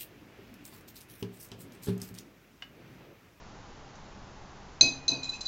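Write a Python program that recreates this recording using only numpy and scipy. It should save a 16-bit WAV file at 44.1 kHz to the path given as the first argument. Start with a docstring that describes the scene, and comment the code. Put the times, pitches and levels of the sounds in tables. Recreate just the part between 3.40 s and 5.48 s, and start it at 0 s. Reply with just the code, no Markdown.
"""In a small room, a metal fork is jabbed twice into a glass plate on a wooden table.
Each jab is an impact: a noise crack and decaying sine modes give a short bright clink, and a low glass note
swells behind it. The push sets the table booming in low modes and diffuse noise. The tines then skid and drag
in wavering sine squeaks with noise grit. Coloured noise and faint drones form the quiet room noise, a small
high tick comes before the jabs, and the microphone has a dull top."""
import sys
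import numpy as np
from scipy import signal
from scipy.fft import rfft, irfft
from scipy.io import wavfile

SR = 44100
rng = np.random.default_rng(int(sys.argv[2]) if len(sys.argv) > 2 else 0)


def master_out(mix):
    """Clip the mix to full scale and print it as 16-bit PCM to the path in sys.argv[1]."""
    frames = np.transpose(np.atleast_2d(mix))
    ceiling = np.clip(frames, -1, 1)
    pcm = np.round(ceiling * 32767).astype(np.int16)
    wavfile.write(sys.argv[1], SR, pcm)


N = 91683
TIME = np.arange(N) / SR  # t/s

# Quiet room noise, spectral density: [f/Hz, level/dB per Hz]
AIR_SPECTRUM = [(10, -2), (25, -0.5), (36, -3.5), (60, -4), (110, -8.5), (260, -10), (500, -14), (950, -13),
                (1500, -18.5), (2400, -24.5), (6400, -29), (7400, -33.5), (8000, -80.5)]
AIR_DB = -49
# Faint drones in the room noise: [f/Hz, width/Hz, level/dB]
DRONES = [(130, 14, -62), (197.9, 7.4, -64.5), (809, 27, -62.5)]
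# Faint tick before the jabs: [t/s, level/dB, t60/s, f/Hz, width/Hz]
TICK = (.553, -60, .14, 6100, 1300)

# Jabs of the fork: [t/s, clink level/dB, ring length factor, clink tilt/dB per octave, room level/dB,
#   glass note level/dB, table level/dB, table swell/s, table tilt/dB per octave]
JABS = [(1.4096, -6, 0.6, -2.5, -9, -25.5, -38, 0.019, -2),
        (1.6802, -18, 0.74, -2, -19, -36.5, -41, 0.035, -1)]
CONTACT_RISE_S, CONTACT_HOLD_S = 0.0013, 0.0058
# Crack of steel on glass, spectral density: [f/Hz, level/dB per Hz]
CRACK_SPECTRUM = [(200, 2), (800, -1.5), (1300, -11), (2000, -8), (3100, -3.5), (4500, -16), (5500, 2),
                  (7300, -7.5), (9000, -17.5)]
CRACK_DB, CRACK_T60_S, CRACK_ROOM_DB = -16.5, 0.018, 0
# Modes of plate and fork together, before each jab's tilt and ring length factor:
#   [f/Hz, level/dB, t60/s, room send/dB]
PLATE_FORK_MODES = [(2520, -21.5, 0.051, 3), (3580, -38, .03, 7.5), (4011, -18.5, .05, 5.5),
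                    (4047, -2, .05, -11), (3930, -18, .04, 1), (4250, -20.5, .045, 7.5),
                    (4308, -10.5, 0.04, -22.5), (4350, -17.5, .045, -8), (4686, -22.5, 0.093, 0.5),
                    (4790, -25, 0.022, 7.5), (5050, -26.5, 0.017, 6.5), (6030, -24, 0.023, 5.5),
                    (6217, -8.5, 0.15, -10.5), (6289, -10, 0.04, -5), (7050, -27, 0.0078, 3)]
# Low glass note: its bloom after a jab, and the faint ring it leaves
NOTE_HZ, NOTE_SWELL_S, NOTE_HOLD_S, NOTE_T60_S = 2546, 0.042, 0.016, 0.18
LINGER_HZ, LINGER_DB, LINGER_T60_S = 2487, -47, 1.47

# Modes of the wooden table top, before each jab's tilt: [f/Hz, level/dB, t60/s]
TABLE_MODES = [(132.6, -4, 0.56), (208, -15, .35), (269, -1, 0.72), (288, -3.5, 0.33), (332, -7, .4),
               (382.2, -2, 0.083), (525.5, -10, 0.31), (668, -1, 0.3)]
# Table boom spread through the room, spectral density before tilt: [f/Hz, level/dB per Hz]
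BOOM_SPECTRUM = [(40, -30), (130, -6.5), (280, 2.5), (550, -5), (900, -5), (1200, -17), (2200, -36.5)]
BOOM_DB, BOOM_HOLD_S, BOOM_T60_S = -1, 0.017, 0.47

# Skids and drags of the tines: [t/s, length/s, squeak f/Hz, squeak level/dB, grit level/dB]
DRAGS = [(1.471, 0.025, 3994, -24.5, -50.5), (1.688, .008, 4063, -17.5, -43),
         (1.711, .024, 3960, -26, -49.5), (1.748, 0.012, 4690, -35.5, -56.5),
         (1.810, .100, 2505, -43.5, -63), (1.8287, 0.013, 4030, -29, -42.5),
         (1.84, 0.0086, 4060, -33.5, -41), (1.846, .020, 3990, -34.5, -48), (1.886, 0.02, 4005, -25, -45),
         (1.906, .018, 4010, -42, -55), (1.914, 0.064, 2570, -39, -48.5), (2.006, .008, 4080, -39, -42),
         (2.007, 0.018, 4060, -31.5, -40), (2.05, 0.016, 4620, -36.5, -48),
         (2.054, 0.023, 4015, -25.5, -45.5), (2.072, 0.01, 4020, -27.5, -53)]
# Rubbing of steel on glass, spectral density: [f/Hz, level/dB per Hz]
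FRICTION_SPECTRUM = [(300, -20.5), (1800, -14.5), (3200, -6.5), (4000, -4), (4800, -6), (5500, -1.5),
                     (7300, -3.5), (9000, -16)]
SQUEAK_WAVER_HZ = 25  # rms deviation of the squeak frequency
DRAG_ROOM_DB, GRIT_RING_DB = -6, 7.5

ROOM_T60_S, ROOM_GAP_S, ROOM_BUILD_S, ROOM_HOLD_S = 0.32, 0.0043, 0.0017, 0.0083
DULL_ABOVE_HZ, CUTOFF_HZ, TOP_LEAK_DB = 7550, 8950, -10.5


def from_db(db):
    """Level: an amplitude ratio is ten to the power of decibels over twenty."""
    return 10 ** (np.asarray(db) / 20)


def rms_one(x):
    """Normalisation: division by the root mean square gives unit rms."""
    return x / np.sqrt(np.mean(x ** 2) + 1e-20)


def noise(spectrum):
    """Spectral shaping: white noise weighted by levels interpolated over log frequency; unit rms."""
    hz, db = np.transpose(spectrum)
    bins_hz = np.maximum(np.fft.rfftfreq(N, 1 / SR), 1)
    gain = from_db(np.interp(np.log(bins_hz), np.log(hz), db))
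    white = rng.standard_normal(N)
    return rms_one(irfft(rfft(white) * gain, N))


def resonate(x, hz, width):
    """Resonance: a conjugate pole pair passes a band of the given width, with gain near 1 at its peak."""
    radius = np.exp(-np.pi * abs(width) / SR)
    zeros = np.array([1, 0, -1]) * (1 - radius ** 2) / 2
    poles = [1, -2 * radius * np.cos(2 * np.pi * hz / SR), radius ** 2]
    return signal.lfilter(zeros, poles, x)


def envelope(start, rise, hold, t60):
    """Exponential decay: after a straight rise and a hold, the amplitude falls 60 dB in t60."""
    age = TIME - start
    decay_age = np.maximum(age - rise - hold, 0)
    return np.clip(age / rise, 0, 1) * np.exp(-np.log(1000) * decay_age / t60)


def sine(hz, start):
    """Simple harmonic motion: a mode whose phase is zero at the given moment."""
    return np.sin(2 * np.pi * hz * (TIME - start))


def room(x):
    """Reverberation: convolution with dense decaying reflections, set to the rms of the sound itself."""
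    echoes = rng.standard_normal(N) * envelope(ROOM_GAP_S, ROOM_BUILD_S, ROOM_HOLD_S, ROOM_T60_S)
    return rms_one(signal.fftconvolve(x, echoes)[:N]) * np.std(x)


def background():
    """Stationary noise: a steady coloured spectrum with narrow bands heard as faint drones."""
    out = from_db(AIR_DB) * noise(AIR_SPECTRUM)
    for hz, width, db in DRONES:
        out += from_db(db) * rms_one(resonate(rng.standard_normal(N), hz, width))
    return out


def tick():
    """Band-limited transient: noise through two equal resonances rises quickly and decays."""
    start, db, t60, hz, width = TICK
    once = resonate(rng.standard_normal(N), hz, width)
    band = resonate(once, hz, width)
    return from_db(db) * rms_one(band) * envelope(start, CONTACT_RISE_S, 0, t60)


def clink(start, db, length, tilt_db, room_db):
    """Impact excitation: a crack, then modes that the pressed fork soon damps; the room carries them on."""
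    direct = from_db(CRACK_DB) * noise(CRACK_SPECTRUM) * envelope(start, CONTACT_RISE_S, 0, CRACK_T60_S)
    tail = from_db(CRACK_ROOM_DB) * room(direct)
    middle_hz = np.median([mode[0] for mode in PLATE_FORK_MODES])  # pivot of the tilt
    for hz, mode_db, t60, send_db in PLATE_FORK_MODES:
        gain = from_db(mode_db + tilt_db * np.log2(hz / middle_hz))
        decay = envelope(start, CONTACT_RISE_S, CONTACT_HOLD_S, t60 * length)
        ring = gain * sine(hz, start) * decay
        direct = direct + ring
        tail = tail + from_db(send_db) * room(ring)
    return from_db(db) * direct + from_db(room_db) * tail


def glass_note(start, db):
    """Modal decay: a low plate note blooms just after a jab, drops, and leaves a thin ring behind."""
    bloom = from_db(db) * sine(NOTE_HZ, start) * envelope(start, NOTE_SWELL_S, NOTE_HOLD_S, NOTE_T60_S)
    linger = sine(LINGER_HZ, 0) * envelope(start, NOTE_SWELL_S, 0, LINGER_T60_S)
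    return bloom + from_db(LINGER_DB) * linger


def table(start, db, swell, tilt_db):
    """Structure-borne sound: the push passes through the plate into wood, as low modes and a diffuse boom."""
    middle_hz = np.median([mode[0] for mode in TABLE_MODES])  # pivot of the tilt
    modes = np.zeros(N)
    for hz, mode_db, t60 in TABLE_MODES:
        gain = from_db(mode_db + tilt_db * np.log2(hz / middle_hz))
        modes += gain * sine(hz, start) * envelope(start, swell, CONTACT_HOLD_S, t60)
    colour = [(hz, band_db + tilt_db * np.log2(hz / middle_hz)) for hz, band_db in BOOM_SPECTRUM]
    boom = from_db(BOOM_DB) * noise(colour) * envelope(start, swell, BOOM_HOLD_S, BOOM_T60_S)
    return from_db(db) * (modes + boom)


def drags():
    """Stick-slip friction: one mode swells into a squeak, while fine grit excites all the modes."""
    friction = noise(FRICTION_SPECTRUM)
    rung = np.zeros(N)
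    for hz, db, t60, send_db in PLATE_FORK_MODES:
        width = np.log(1000) / (np.pi * t60)  # bandwidth that belongs to this decay time
        rung += from_db(db + send_db) * resonate(friction, hz, width)
    grit = rms_one(friction + from_db(GRIT_RING_DB) * rms_one(rung))
    waver = SQUEAK_WAVER_HZ * rms_one(resonate(rng.standard_normal(N), 79, 100))  # centre, width in Hz
    out = np.zeros(N)
    for start, length, hz, squeak_db, grit_db in DRAGS:
        pressure = np.sin(np.pi * np.clip((TIME - start) / length, 0, 1))
        squeak = np.sin(2 * np.pi * np.cumsum(hz + waver) / SR)
        out += from_db(squeak_db) * pressure ** 2 * squeak
        out += from_db(grit_db) * pressure * grit
    return out + from_db(DRAG_ROOM_DB) * room(out)


def scene():
    """Superposition: room noise, tick, drags and the two jabs add linearly."""
    out = background() + tick() + drags()
    for start, db, length, tilt_db, room_db, note_db, table_db, swell, table_tilt_db in JABS:
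        out = out + clink(start, db, length, tilt_db, room_db)
        out = out + glass_note(start, note_db)
        out = out + table(start, table_db, swell, table_tilt_db)
    return out[None, :]


def record(dry):
    """Low-pass filtering: the treble drops in a steep step; a little leaks past it, up to the cut-off."""
    dull_filter = signal.ellip(10, 0.2, 65, DULL_ABOVE_HZ, fs=SR, output="sos")
    leak_filter = signal.butter(8, DULL_ABOVE_HZ, "high", fs=SR, output="sos")
    cutoff_filter = signal.ellip(8, 0.2, 65, CUTOFF_HZ, fs=SR, output="sos")
    dull = signal.sosfilt(dull_filter, dry)
    leak = signal.sosfilt(leak_filter, dry)
    return signal.sosfilt(cutoff_filter, dull + from_db(TOP_LEAK_DB) * leak)


dry = scene()
out = record(dry)
master_out(out)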